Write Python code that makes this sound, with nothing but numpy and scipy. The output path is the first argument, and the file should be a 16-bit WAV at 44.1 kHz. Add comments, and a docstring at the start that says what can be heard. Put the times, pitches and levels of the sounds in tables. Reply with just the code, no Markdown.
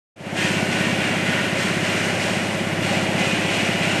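"""A large vibrating screen runs empty in an open workshop hall, heard from some ten metres.
Its loose steel decks clatter and ring in surges, the wire mesh sizzles on top, and heavy parts
rattle lower on the frame, with one harder knock. Underneath, each turn of the eccentric shaft
thumps the box and drives a drone, over a 100 Hz hum, motor tones and a bed of rumble.
The sound fades in at the start."""
import sys
import numpy as np
from scipy import signal
from scipy.fft import rfft, irfft
from scipy.io import wavfile
from scipy.ndimage import uniform_filter1d

SR = 44100
rng = np.random.default_rng(int(sys.argv[2]) if len(sys.argv) > 2 else 0)


def transcribe(u):
    """Save the signal u as a 16-bit wav file named by the first command-line argument.

    u: samples, shape (n,) or (channels, n), limited to [-1, 1]; the rate is SR.
    q: integer samples, one column per channel.
    """
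    v = np.clip(np.atleast_2d(u).T, -1, 1)
    q = np.round(v * 32767).astype(np.int16)
    wavfile.write(sys.argv[1], SR, q)


N = 176400
T = np.arange(N) / SR

SHAFT_HZ, MOTOR_HZ, MOTOR_ORDERS = 16.652, 24.45, [5, 10]
BLOW_SCATTER_DB, BLOW_JITTER_S, BLOW_DETUNE = 1.1, .00015, .032  # spread from turn to turn
RATTLE_JITTER_S, DECK_Q = .002, 220
SURGE_ATTACK_S, SURGE_DECAY_S = 0.054, 0.29
KNOCK_S, KNOCK_HZ, KNOCK_T60_S, KNOCK_DB = 1.566, 540, 0.1, -21
HALL_T60_S, TOP_HZ = 0.9, 11900
RUMBLE_DB, FRAME_DB, MESH_DB, DULL_DB, BRIGHT_DB = -35.5, -1.67, 1, -3.2, -2  # layer trims

# fade-in of the low layers and the resting rattle: t/s, gain/dB
FADE_IN = [(.15, -51), (.165, -17.5), (.21, -9), (.28, -3), (.39, 2), (.45, 4.5)]
# tone colour of the rumble: f/Hz, relative level/dB
RUMBLE_SPECTRUM = [(25, -42), (55, -41), (85, -14), (115, -6), (160, 5.5), (230, 2.5), (330, -2),
                   (430, -4.5), (700, -29.5)]
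# 100 Hz hum and steady drone tones: multiple of the shaft rate
TONE_ORDERS = [6, 7, 15, 21, 22, 23, 24, 26, 31, 32, 33, 34, 37, 38, 40, 44]
# their balance: relative level/dB
TONE_DB = [-42, -46.5, -42, -44.5, -44, -51, -45, -49.5, -47.5, -48.5, -49, -45.5, -46.5, -47, -48, -52]
# balance of the motor tones: relative level/dB
MOTOR_TONE_DB = [-48, -49]
# blows on the box in each turn: t/s into the turn, f/Hz, half length/s, relative level/dB
BOX_BLOWS = [(0.0311, 185.4, 0.0034, -30), (0.061, 317, 0.0093, -37.5)]
# level ride of the thumps: t/s, gain/dB
THUMP_RIDE = [(.25, -1), (.48, -0.5), (.9, -1.5), (1.5, -3.5), (2.1, -4), (2.72, -4.5), (2.86, -1),
              (3.25, -2), (3.6, -3), (4, -1.5)]
# level ride of the frame clatter: t/s, gain/dB
FRAME_RIDE = [(0.16, -56), (0.22, -40.5), (0.38, -30), (1.3, -30.5), (1.65, -32.5), (2.3, -28.5),
              (2.55, -32), (2.79, -31), (2.87, -26), (3.73, -28.5), (4.0, -28)]
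# tone colour of the frame clatter: f/Hz, relative level/dB
FRAME_SPECTRUM = [(250, -41), (400, -16), (470, -7.5), (540, -2), (640, -0.5), (735, -1), (810, -4),
                  (950, -8), (1200, -14.5), (2000, -49)]
# tone colour of the high sizzle, with an EQ notch near 10 kHz: f/Hz, relative level/dB
SIZZLE_SPECTRUM = [(2000, -40), (3200, -4), (4000, 1.5), (5000, 1), (6500, -0.5), (8000, -2.5),
                   (9200, -2.5), (10200, -26), (11500, -11.5)]
# tone colour of the dull deck clatter: f/Hz, relative level/dB
DULL_SPECTRUM = [(700, -18), (1000, -7.5), (1250, -8), (1450, -2), (1700, -3), (2050, 0), (2300, -4),
                 (2700, -19), (4000, -53)]
# tone colour of the bright deck clatter: f/Hz, relative level/dB
BRIGHT_SPECTRUM = [(1600, -31), (2100, -5), (2400, 0.5), (2570, 2), (2700, -5), (2810, 0.5), (3050, -5.5),
                   (3400, -7.5), (4200, -15), (7000, -55)]
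# modes of the lower-pitched deck: f/Hz
LOW_MODE_HZ = [980, 1464, 1502, 1653, 1778, 1846, 1922, 2010, 2287, 2751, 2800, 3130]
# their balance: relative level/dB
LOW_MODE_DB = [-4.5, -3.5, .5, -2, -3, 2, -7, -0.5, -0.5, 0, -2.5, -3.5]
# modes of the higher-pitched deck: f/Hz
HIGH_MODE_HZ = [1416, 1599, 1975, 2014, 2075, 2234, 2420, 2474, 2630, 2765, 2880, 2950, 3004, 3262]
# their balance: relative level/dB
HIGH_MODE_DB = [-4, -4.5, -1.5, -1.5, 0, -5.5, -4, 0.5, -2, -0.5, 2, -3, -2, -6]
# surges of rattle: t/s, hold/s, then relative level/dB for each of
# dull clatter, bright clatter, mesh sizzle, low deck ring, high deck ring
RATTLE_SURGES = [(0.337, 0.063, -30.5, -27.5, -34, -26.5, -34), (0.676, 0.11, -30, -28, -38, -29, -37),
                 (0.97, 0.05, -27, -28.5, -41, -31, -35), (1.228, 0.11, -27.5, -29, -39.5, -30, -33),
                 (1.54, 0.033, -26.5, -30, -34.5, -34, -32), (1.793, 0.08, -28.5, -32, -37.6, -33, -32),
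                 (1.94, 0.11, -29.5, -41, -38.5, -48, -39), (2.162, 0.06, -32, -29, -36.5, -38, -36.5),
                 (2.795, 0.068, -31.0, -28.5, -35.7, -40, -31.5),
                 (3.147, 0.12, -28, -26.5, -36, -38, -29.5), (3.464, 0.13, -32.5, -27, -36, -38, -31.5),
                 (3.776, 0.16, -30.5, -28, -37.5, -34, -31)]


def undb(db):
    """Decibels to gain."""
    return 10 ** (np.asarray(db) / 20)


def unit(x):
    """Scale to rms 1."""
    return x / np.sqrt(np.mean(x ** 2))


def ride(points):
    """A fader move through (t/s, gain/dB) points."""
    times, db = np.array(points).T
    return undb(np.interp(T, times, db))


def drift(rate_hz):
    """Slow, smooth random motion; rms 1."""
    span = int(SR / rate_hz)
    steps = np.repeat(rng.standard_normal(N // span + 1), span)
    return unit(uniform_filter1d(uniform_filter1d(steps, span), span)[:N])


def colour(x, points):
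    """EQ through (f/Hz, level/dB) points; rms 1."""
    hz, db = np.array(points).T
    bin_hz = np.maximum(np.fft.rfftfreq(N, 1 / SR), 1)
    gain = undb(np.interp(np.log(bin_hz), np.log(hz), db))
    return unit(irfft(rfft(x) * gain, N))


def hall(x, wet_db):
    """Direct sound plus a diffuse tail that wraps round, so the hall is already full of sound."""
    tail = rng.standard_normal(N) * np.exp(-np.log(1000) * T / HALL_T60_S)
    return x + undb(wet_db) * irfft(rfft(x) * rfft(tail / np.linalg.norm(tail)), N)


def rumble():
    """The bed: diffuse low noise of the machine in the hall."""
    return undb(RUMBLE_DB) * colour(rng.standard_normal(N), RUMBLE_SPECTRUM)


def hum(hz, db, waver_db=1.2):
    """One steady tone whose level wavers a little."""
    peak = np.sqrt(2) * undb(db + waver_db * drift(rate_hz=4.08))
    return peak * np.sin(2 * np.pi * (hz * T + rng.random()))


def drone():
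    """A 100 Hz hum and steady tones at multiples of the shaft rate; motor tones beat against them."""
    tones = sum(hum(k * SHAFT_HZ, db) for k, db in zip(TONE_ORDERS, TONE_DB))
    motor = sum(hum(k * MOTOR_HZ, db) for k, db in zip(MOTOR_ORDERS, MOTOR_TONE_DB))
    return tones + motor


def turns():
    """The machine's pulse: start times of the shaft's turns."""
    return np.arange(-1, N / SR * SHAFT_HZ) / SHAFT_HZ


def thumps():
    """The box wall flexes in one short swell per turn, and knocks more lightly on the way back."""
    blows, starts = 0, turns()
    for at, hz, half_length, db in BOX_BLOWS:
        late, force, detune = rng.standard_normal((len(starts), 3)).T
        turn = np.clip(np.round((T - at) * SHAFT_HZ).astype(int) + 1, 0, len(starts) - 1)
        from_peak = T - (starts + at + BLOW_JITTER_S * late)[turn]
        pitch = hz * (1 + BLOW_DETUNE * detune[turn])
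        swell = np.exp(-.5 * (from_peak / half_length) ** 2)
        flex = swell * np.sin(2 * np.pi * pitch * from_peak)
        blows = blows + undb(db) * unit(flex * undb(BLOW_SCATTER_DB * force[turn]))
    return hall(blows * ride(THUMP_RIDE), wet_db=-21)


def contacts(parts):
    """Loose parts each click once a turn, near their own shaft angle and with uneven force."""
    starts = turns()[:, None]
    angle, side = rng.random(parts), rng.choice([-1, 1], parts)
    late = RATTLE_JITTER_S * rng.standard_normal((len(starts), parts))
    force = side * rng.random(late.shape) ** 2
    times = starts + angle / SHAFT_HZ + late
    inside = (times >= 0) & (times < N / SR)
    return np.bincount((times[inside] * SR).astype(int), force[inside], N)[:N]


def clatter(parts):
    """Three groups of loose parts across the machine, each with its own path through the hall."""
    return sum(hall(contacts(parts), wet_db=3.5) for _ in range(3))


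def knock():
    """One heavier part strikes the frame, which rings briefly."""
    age = np.maximum(T - KNOCK_S, 0)
    ring = np.sin(2 * np.pi * KNOCK_HZ * age) * np.exp(-np.log(1000) * age / KNOCK_T60_S)
    return hall(undb(KNOCK_DB) * ring, wet_db=-7)


def frame():
    """Heavy loose parts clatter on the frame and give the rattle its body."""
    return undb(FRAME_DB) * ride(FRAME_RIDE) * colour(clatter(parts=28), FRAME_SPECTRUM)


def surges(column, rest_db):
    """Envelope of a rattle layer: each surge bites, holds, then dies back to the resting rattle."""
    power = (undb(rest_db) * ride(FADE_IN)) ** 2
    for row in RATTLE_SURGES:
        age, hold = T - row[0], row[1]
        rise = np.clip(age / SURGE_ATTACK_S, 0, 1)
        fall = np.exp(-np.maximum(age - SURGE_ATTACK_S - hold, 0) / SURGE_DECAY_S)
        power = power + (undb(row[column]) * rise * fall) ** 2
    return np.sqrt(power)


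def mesh():
    """Many wire crossings tick together into a sizzle."""
    sizzle = colour(clatter(parts=70), SIZZLE_SPECTRUM)
    return undb(MESH_DB) * surges(column=4, rest_db=-45) * sizzle


def deck_ring(mode_hz, mode_db):
    """A steel deck's narrow modes, kept ringing by loose parts that strike it."""
    hits = clatter(parts=26)
    modes = [signal.lfilter(*signal.iirpeak(hz, DECK_Q, fs=SR), hits) for hz in mode_hz]
    return unit(sum(undb(db) * unit(mode) for mode, db in zip(modes, mode_db)))


def decks():
    """The decks chatter against their supports, dull and bright, and each rings with its own modes."""
    dull = surges(column=2, rest_db=-33) * colour(clatter(parts=26), DULL_SPECTRUM)
    bright = surges(column=3, rest_db=-37) * colour(clatter(parts=32), BRIGHT_SPECTRUM)
    low_ring = surges(column=5, rest_db=-46) * deck_ring(LOW_MODE_HZ, LOW_MODE_DB)
    high_ring = surges(column=6, rest_db=-44.5) * deck_ring(HIGH_MODE_HZ, HIGH_MODE_DB)
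    return undb(DULL_DB) * dull + undb(BRIGHT_DB) * bright + low_ring + high_ring


def scene():
    """Mono mix: the low running sound of box and motor under the surging rattle."""
    low_end = ride(FADE_IN) * (thumps() + drone() + rumble())
    return (low_end + frame() + knock() + decks() + mesh())[None]


def record(dry):
    """The sound opens after a moment of silence; a steep low-pass cuts the top."""
    gate = np.clip((T - .158) / .004, 0, 1)
    low_pass = signal.ellip(10, .2, 80, TOP_HZ, fs=SR, output="sos")
    return signal.sosfilt(low_pass, dry * gate)


dry = scene()
out = record(dry)
transcribe(out)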